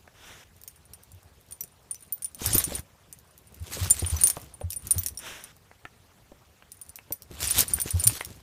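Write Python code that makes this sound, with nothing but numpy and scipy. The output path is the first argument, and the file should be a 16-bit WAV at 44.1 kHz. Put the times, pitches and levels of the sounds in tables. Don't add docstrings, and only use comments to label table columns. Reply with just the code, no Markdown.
import sys
import numpy as np
from scipy import signal
from scipy.fft import rfft, irfft, next_fast_len
from scipy.io import wavfile
from scipy.ndimage import uniform_filter1d, map_coordinates

SR = 44100
rng = np.random.default_rng(int(sys.argv[2]) if len(sys.argv) > 2 else 0)


def pcm_store(signal):
    levels = np.round(np.clip(np.atleast_2d(signal), -1, 1) * 32767)
    wavfile.write(sys.argv[1], SR, levels.astype(np.int16).T)


N = 371322


def amp(db):
    return 10 ** (np.asarray(db) / 20)


def unit(x):
    return x / np.sqrt(np.mean(x ** 2) + 1e-20)


def along(points, hz):
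    f, v = np.transpose(points)
    return np.interp(np.log(hz + 1), np.log(f + 1), v)


def wobble(knots_per_s):
    knots = rng.standard_normal(int(N * knots_per_s / SR) + 4)
    return map_coordinates(knots, [np.arange(N) * knots_per_s / SR])


def filtered(x, response):
    m = next_fast_len(N + SR // 2)
    return irfft(rfft(x, m) * response(np.fft.rfftfreq(m, 1 / SR)), m)[:N]


def rush(response, patchy_db):
    z = signal.stft(rng.standard_normal(N), nperseg=256)[2]
    field = uniform_filter1d(rng.standard_normal(z.shape), size=5, axis=0)
    field = uniform_filter1d(field, size=8, axis=1)
    patchy = signal.istft(z * amp(patchy_db * unit(field)), nperseg=256)[1][:N]
    return unit(filtered(patchy, response))


def add(track, s, sound):
    part = track[round(s * SR):][:len(sound)]
    part += sound[:len(part)]


def ring(t, hz, t60_s, attack_s):
    return np.sin(2 * np.pi * hz * t) * amp(-60 * t / t60_s) * (1 - np.exp(-t / attack_s))


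# frequency in Hz, relative level in dB.
HISS_SHAPE = [(15, -73), (25, -8.5), (81, 11), (328, -7), (396, -3.5), (2000, -12), (15200, -21)]
HISS_RMS_DB = -58.5


def hiss():
    return amp(HISS_RMS_DB) * rush(lambda hz: amp(along(HISS_SHAPE, hz)), patchy_db=2.4)


# start in seconds, rise in seconds, fall in seconds, peak gain in dB, loss over the fall in dB.
SNORTS = [(.14, 0.14, 0.16, -47.5, 5.5), (5.193, 0.077, 0.25, -38.5, 18)]
SNORT_RISE_DB = 14.5


def breath():
    t = np.arange(N) / SR
    gain = np.zeros(N)
    for s, rise_s, fall_s, db, loss_db in SNORTS:
        times = [s, s + rise_s, s + rise_s + fall_s]
        levels = [db - SNORT_RISE_DB, db, db - loss_db]
        gain += amp(np.interp(t, times, levels, left=-140, right=-140))
    return gain


# center in Hz, width in Hz, level in dB.
NOSTRIL_MODES = [(1480, 400, -7), (3710, 980, -1), (5640, 960, -6.5)]


def nostrils(hz):
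    total = amp(-3.5) / (1 + 1j * hz / 3500)
    for k, (center, width, db) in enumerate(NOSTRIL_MODES):
        band = 1j * hz * width / (center * center - hz * hz + 1j * hz * width)
        total = total + (-1) ** k * amp(db) * band
    return total


def nose():
    return breath() * rush(nostrils, patchy_db=1.5)


# loudest moment in seconds, rise in seconds, fall in seconds, gain in dB.
SWINGS = [(2.463, 0.073, 0.19, -40.5), (2.575, 0.086, 0.072, -45.5), (2.733, 0.099, 0.085, -47),
          (3.759, 0.1, 0.2, -44.5), (4.12, 0.51, 0.38, -48), (4.964, 0.2, 0.19, -54.5),
          (7.345, 0.049, 0.06, -53), (7.432, 0.043, 0.088, -38), (7.586, 0.078, 0.064, -33.5),
          (7.77, 0.19, 0.066, -48.5), (7.877, 0.029, 0.065, -49), (8.157, 0.38, 0.088, -46.5),
          (8.32, 0.099, 0.11, -54.5)]
SLOPE_DB = 17.5


def swings():
    t = np.arange(N) / SR
    gain = np.zeros(N)
    for s, rise_s, fall_s, db in SWINGS:
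        offset = (t - s) / np.where(t < s, rise_s, fall_s)
        gain += amp(db - SLOPE_DB * offset ** 2)
    return gain


# frequency in Hz, relative level in dB.
CLOTH_SHAPE = [(290, -9.5), (1300, -2.5), (3200, -4), (5430, -7), (12900, -15), (15500, -23)]


def rustle(stroke):
    grain = amp(2.6 * wobble(30) + 2.5 * wobble(400))
    dull = rush(lambda hz: amp(along(CLOTH_SHAPE, hz)) / (1 + (hz / 6000) ** 2), patchy_db=3.2)
    bright = rush(lambda hz: amp(along(CLOTH_SHAPE, hz)) / (1 + (5000 / (hz + 1)) ** 2), patchy_db=3.5)
    return unit(grain) * (stroke * dull + amp(22) * stroke ** 1.357 * bright)


CRACKLE_PER_S, CRACKLE_DB = 300, -3


def crackle():
    when, size = rng.random(N), rng.standard_normal(N)
    snaps = (when < CRACKLE_PER_S / SR) * size * amp(4 * rng.standard_normal(N))
    return unit(filtered(snaps, lambda hz: 1j * hz / (1500 + 1j * hz) / (1 + 1j * hz / 7000)))


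# frequency in Hz, relative level in dB.
MATTRESS_SHAPE = [(20, -62.5), (45, -26), (62, 1.5), (85, -4), (146, -12), (1200, -29.5), (2640, -120)]
FLAP_DB, FLAP_EXPONENT = -13.5, 0.59


def flapping(stroke):
    rumble = rush(lambda hz: amp(along(MATTRESS_SHAPE, hz)), patchy_db=5.5)
    return amp(FLAP_DB) * stroke ** FLAP_EXPONENT * rumble


# start in seconds, level in dB before THUMP_GAIN_DB, frequency in Hz.
THUMPS = [(1.124, -48, 91), (2.455, -33, 96), (2.531, -30, 98.5), (3.6, -36, 86), (3.807, -26.5, 91),
          (4.018, -27.5, 86.5), (4.116, -24.5, 77), (4.632, -29.5, 86.4), (4.954, -28, 88.5),
          (7.934, -21.5, 87), (8.052, -28, 110.7)]
THUMP_GAIN_DB = 22


def thumps():
    out, t = np.zeros(N), np.arange(SR // 3) / SR
    for s, db, hz in THUMPS:
        swing = ring(t, hz, t60_s=0.12, attack_s=0.022)
        overtone = 0.19 * ring(t, 1.9 * hz, t60_s=0.08, attack_s=0.018)
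        add(out, s, amp(db + THUMP_GAIN_DB) * (swing + overtone) * (1 - np.exp(-t / 0.016)))
    return out


def bedding():
    stroke = swings()
    return rustle(stroke) + amp(CRACKLE_DB) * stroke * crackle() + flapping(stroke) + thumps()


# start in seconds, knock peak in dB, frequency in Hz.
SMACKS = [(0.076, -38, 1620), (2.416, -24.5, 433), (2.551, -18.5, 303), (2.72, -23, 510),
          (3.77, -28.5, 456), (4.022, -22.5, 387), (4.047, -25, 2900), (4.368, -22, 670),
          (4.612, -28.5, 583), (5.714, -40, 1950), (5.8527, -25.5, 1574), (6.318, -35.5, 541),
          (6.624, -39.5, 1994), (6.988, -34, 2470), (7.106, -29, 422), (7.31, -35.5, 415),
          (7.786, -24.5, 1660), (7.858, -23.5, 388), (8.097, -27, 2800), (8.209, -21, 2080)]


def jaws():
    out, t = np.zeros(N), np.arange(SR // 16) / SR
    for s, db, hz in SMACKS:
        burst = rng.standard_normal(len(t)) * amp(-60 * t * (hz + 400) / 30)
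        cavity = ring(t, hz, 6 / hz, 0.000094) + 0.46 * ring(t, 0.45 * hz, 8 / hz, 0.00076)
        knock = np.convolve(burst, cavity)[:len(t)]
        snap = uniform_filter1d(burst, size=19) - uniform_filter1d(burst, size=150)
        snap = snap * amp(-60 * t / 0.011)
        add(out, s, amp(db) * (knock / np.abs(knock).max() + 1.6 * snap))
    return out


def choke(t):
    touch_s = 0.011 * amp(2.2 * rng.standard_normal())
    return 0.13 + 1 / (1 + np.exp(np.clip((t - touch_s) / 0.002, -30, 30)))


MAIN_HZ, MAIN_T60_S = 9350, 0.13
SIDE_HZ = [5590, 5945, 6570, 7245, 13440, 13970, 14350]
SIDE_DB, SIDE_T60_S = -9, 0.026


def clink(t, main_db, crack_db):
    strike, detune = rng.standard_normal((2, len(SIDE_HZ), 1))
    skid = amp(crack_db - 60 * t / 0.009) * (1 - np.exp(-t / 0.0004))
    crack = skid * np.diff(rng.standard_normal(len(t) + 1))
    share = amp(11 * strike)
    side_hz = np.c_[SIDE_HZ] * (1 + 0.012 * detune)
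    side = np.sum(share * ring(t, side_hz, SIDE_T60_S, 0.0001), axis=0) / np.linalg.norm(share)
    main_hz = MAIN_HZ * (1 + 0.0018 * rng.standard_normal())
    main = choke(t) * ring(t, main_hz, MAIN_T60_S, 0.0001)
    return crack + amp(SIDE_DB) * side + amp(main_db) * main


FIDGETS_PER_S, FIDGET_DB = 30, -57


def fidgets():
    out, t, shaking = np.zeros(N), np.arange(SR // 16) / SR, swings()
    for pick, when, size in rng.random((round(FIDGETS_PER_S * N / SR), 3)):
        s = CLINKS[int(pick * len(CLINKS))][0] + 0.3 * (when - 0.4)
        force = amp(FIDGET_DB) + amp(5) * shaking[min(round(s * SR), N - 1)]
        touch = clink(t, rng.normal(-12, 8), crack_db=6)
        add(out, s, force * amp(14 * (size - 0.5)) * touch)
    return out


# start in seconds, frequency in Hz, level in dB.
PINGS = [(1.6077, 5825, -30.5), (1.6073, 13970, -26), (1.9543, 5945, -40.5), (2.124, 14250, -20),
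         (2.4605, 13440, -43), (2.549, 13970, -13), (2.581, 13400, -13.5), (3.909, 7245, -11.5),
         (4.166, 6000, -27), (4.167, 14350, -36), (4.2714, 6470, -30), (4.7624, 13440, -37),
         (4.9076, 13900, -21), (4.984, 5930, -32), (4.99, 14300, -20), (5.1738, 5600, -29.5),
         (7.1228, 14000, -21.5), (7.7366, 13440, -20), (7.8157, 13950, -26), (8.037, 7290, -20.5)]
PING_T60_S = 0.061


def pings():
    out, t = np.zeros(N), np.arange(SR // 8) / SR
    for s, hz, db in PINGS:
        add(out, s, amp(db) * choke(t / 2) * ring(t, hz, PING_T60_S, 0.0005))
    return out


# start in seconds, level in dB, main mode relative to that level in dB.
CLINKS = [(0.615, -41, -17), (0.636, -35.5, -26), (0.6776, -28, -13), (0.9351, -32, -14), (1.035, -41, -25),
          (1.118, -41.5, -14), (1.51, -37.5, -5), (1.5228, -31, -4), (1.6083, -27, -18),
          (1.637, -29.5, -13), (1.9105, -32, 8.5), (1.945, -31, -25), (2.0072, -44.5, -6), (2.0248, -44, 0),
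          (2.1239, -31, 3), (2.222, -29.5, -2), (2.2445, -27, 4), (2.2587, -30.5, -15),
          (2.3467, -31.5, -9.5), (2.4604, -11.5, -11), (2.5326, -17, -4.5), (2.5454, -16, -2.5),
          (2.581, -11, -6.5), (2.6402, -15.5, -7.5), (2.7506, -28, 3.5), (2.793, -31, -7.5),
          (3.127, -31.5, -10), (3.188, -42, -28), (3.378, -40.5, -25), (3.4716, -49.5, -2.5),
          (3.5448, -38.5, -27), (3.9005, -22, 1), (3.907, -9.5, -0.5), (3.9942, -24.5, -1.5),
          (4.0625, -30.5, 6), (4.0995, -30, 4), (4.167, -31.5, -25), (4.2126, -22, 2), (4.236, -10, 1),
          (4.252, -25, 9), (4.2714, -11, -8), (4.2845, -26.5, -5), (4.3003, -13, -8.5), (4.4156, -36, -15),
          (4.7043, -22.5, -9), (4.7211, -26.5, -17), (4.731, -24, -20), (4.762, -35.5, 8.5),
          (4.87, -26, -12), (4.9086, -15.5, 3), (4.917, -19.5, -22), (4.9818, -19, -15), (5.0342, -22, -15),
          (5.0617, -15, -12), (5.0846, -23, -22), (5.1738, -32.5, 1), (5.19, -30.5, -8), (5.4392, -31, -10),
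          (6.7186, -32.5, -12), (6.8143, -32.5, -5), (6.893, -36, -7), (6.9575, -29.5, -14),
          (7.1227, -20, -9), (7.2211, -31.5, -51), (7.4063, -32, -10), (7.455, -28, -5), (7.473, -22.5, 1),
          (7.5026, -19.5, -15), (7.5084, -16, -1.5), (7.5836, -13, -8), (7.591, -8.5, -19),
          (7.6065, -6.5, -23), (7.6806, -27, -1.5), (7.7355, -26, 13), (7.801, -20.5, -7),
          (7.8157, -16, -5.5), (7.9064, -20.5, -5.5), (7.9971, -25, 2.5), (8.0392, -17, -2.5),
          (8.0696, -14, 3), (8.074, -4.5, -12.5), (8.2482, -24, -16)]


def clinks():
    out, t = np.zeros(N), np.arange(SR // 8) / SR
    for s, db, main_db in CLINKS:
        delay, weak = rng.random(2)
        add(out, s, amp(db) * clink(t, main_db, crack_db=3))
        rebound = clink(t, main_db - 6.5, crack_db=-0.5)
        add(out, s + 0.004 + 0.0064 * delay, amp(db - 2.5 - 12 * weak) * rebound)
    return out


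def room(x):
    t = np.arange(SR // 5) / SR
    tail = rng.standard_normal(len(t)) * amp(-60 * t / 0.11)
    return signal.fftconvolve(np.pad(x, (130, 0)), tail / np.linalg.norm(tail))[:N]


def scene():
    near = fidgets() + jaws() + pings() + clinks()
    echo = amp(-12) * room(near)
    return (hiss() + nose() + bedding() + near + echo)[None]


TOP_HZ = 16400


def record(dry):
    def response(hz):
        return amp(-0.03 * np.maximum(hz - 15000, 0)) * (hz < TOP_HZ)
    return filtered(dry[0], response)[None]


dry = scene()
out = record(dry)
pcm_store(out)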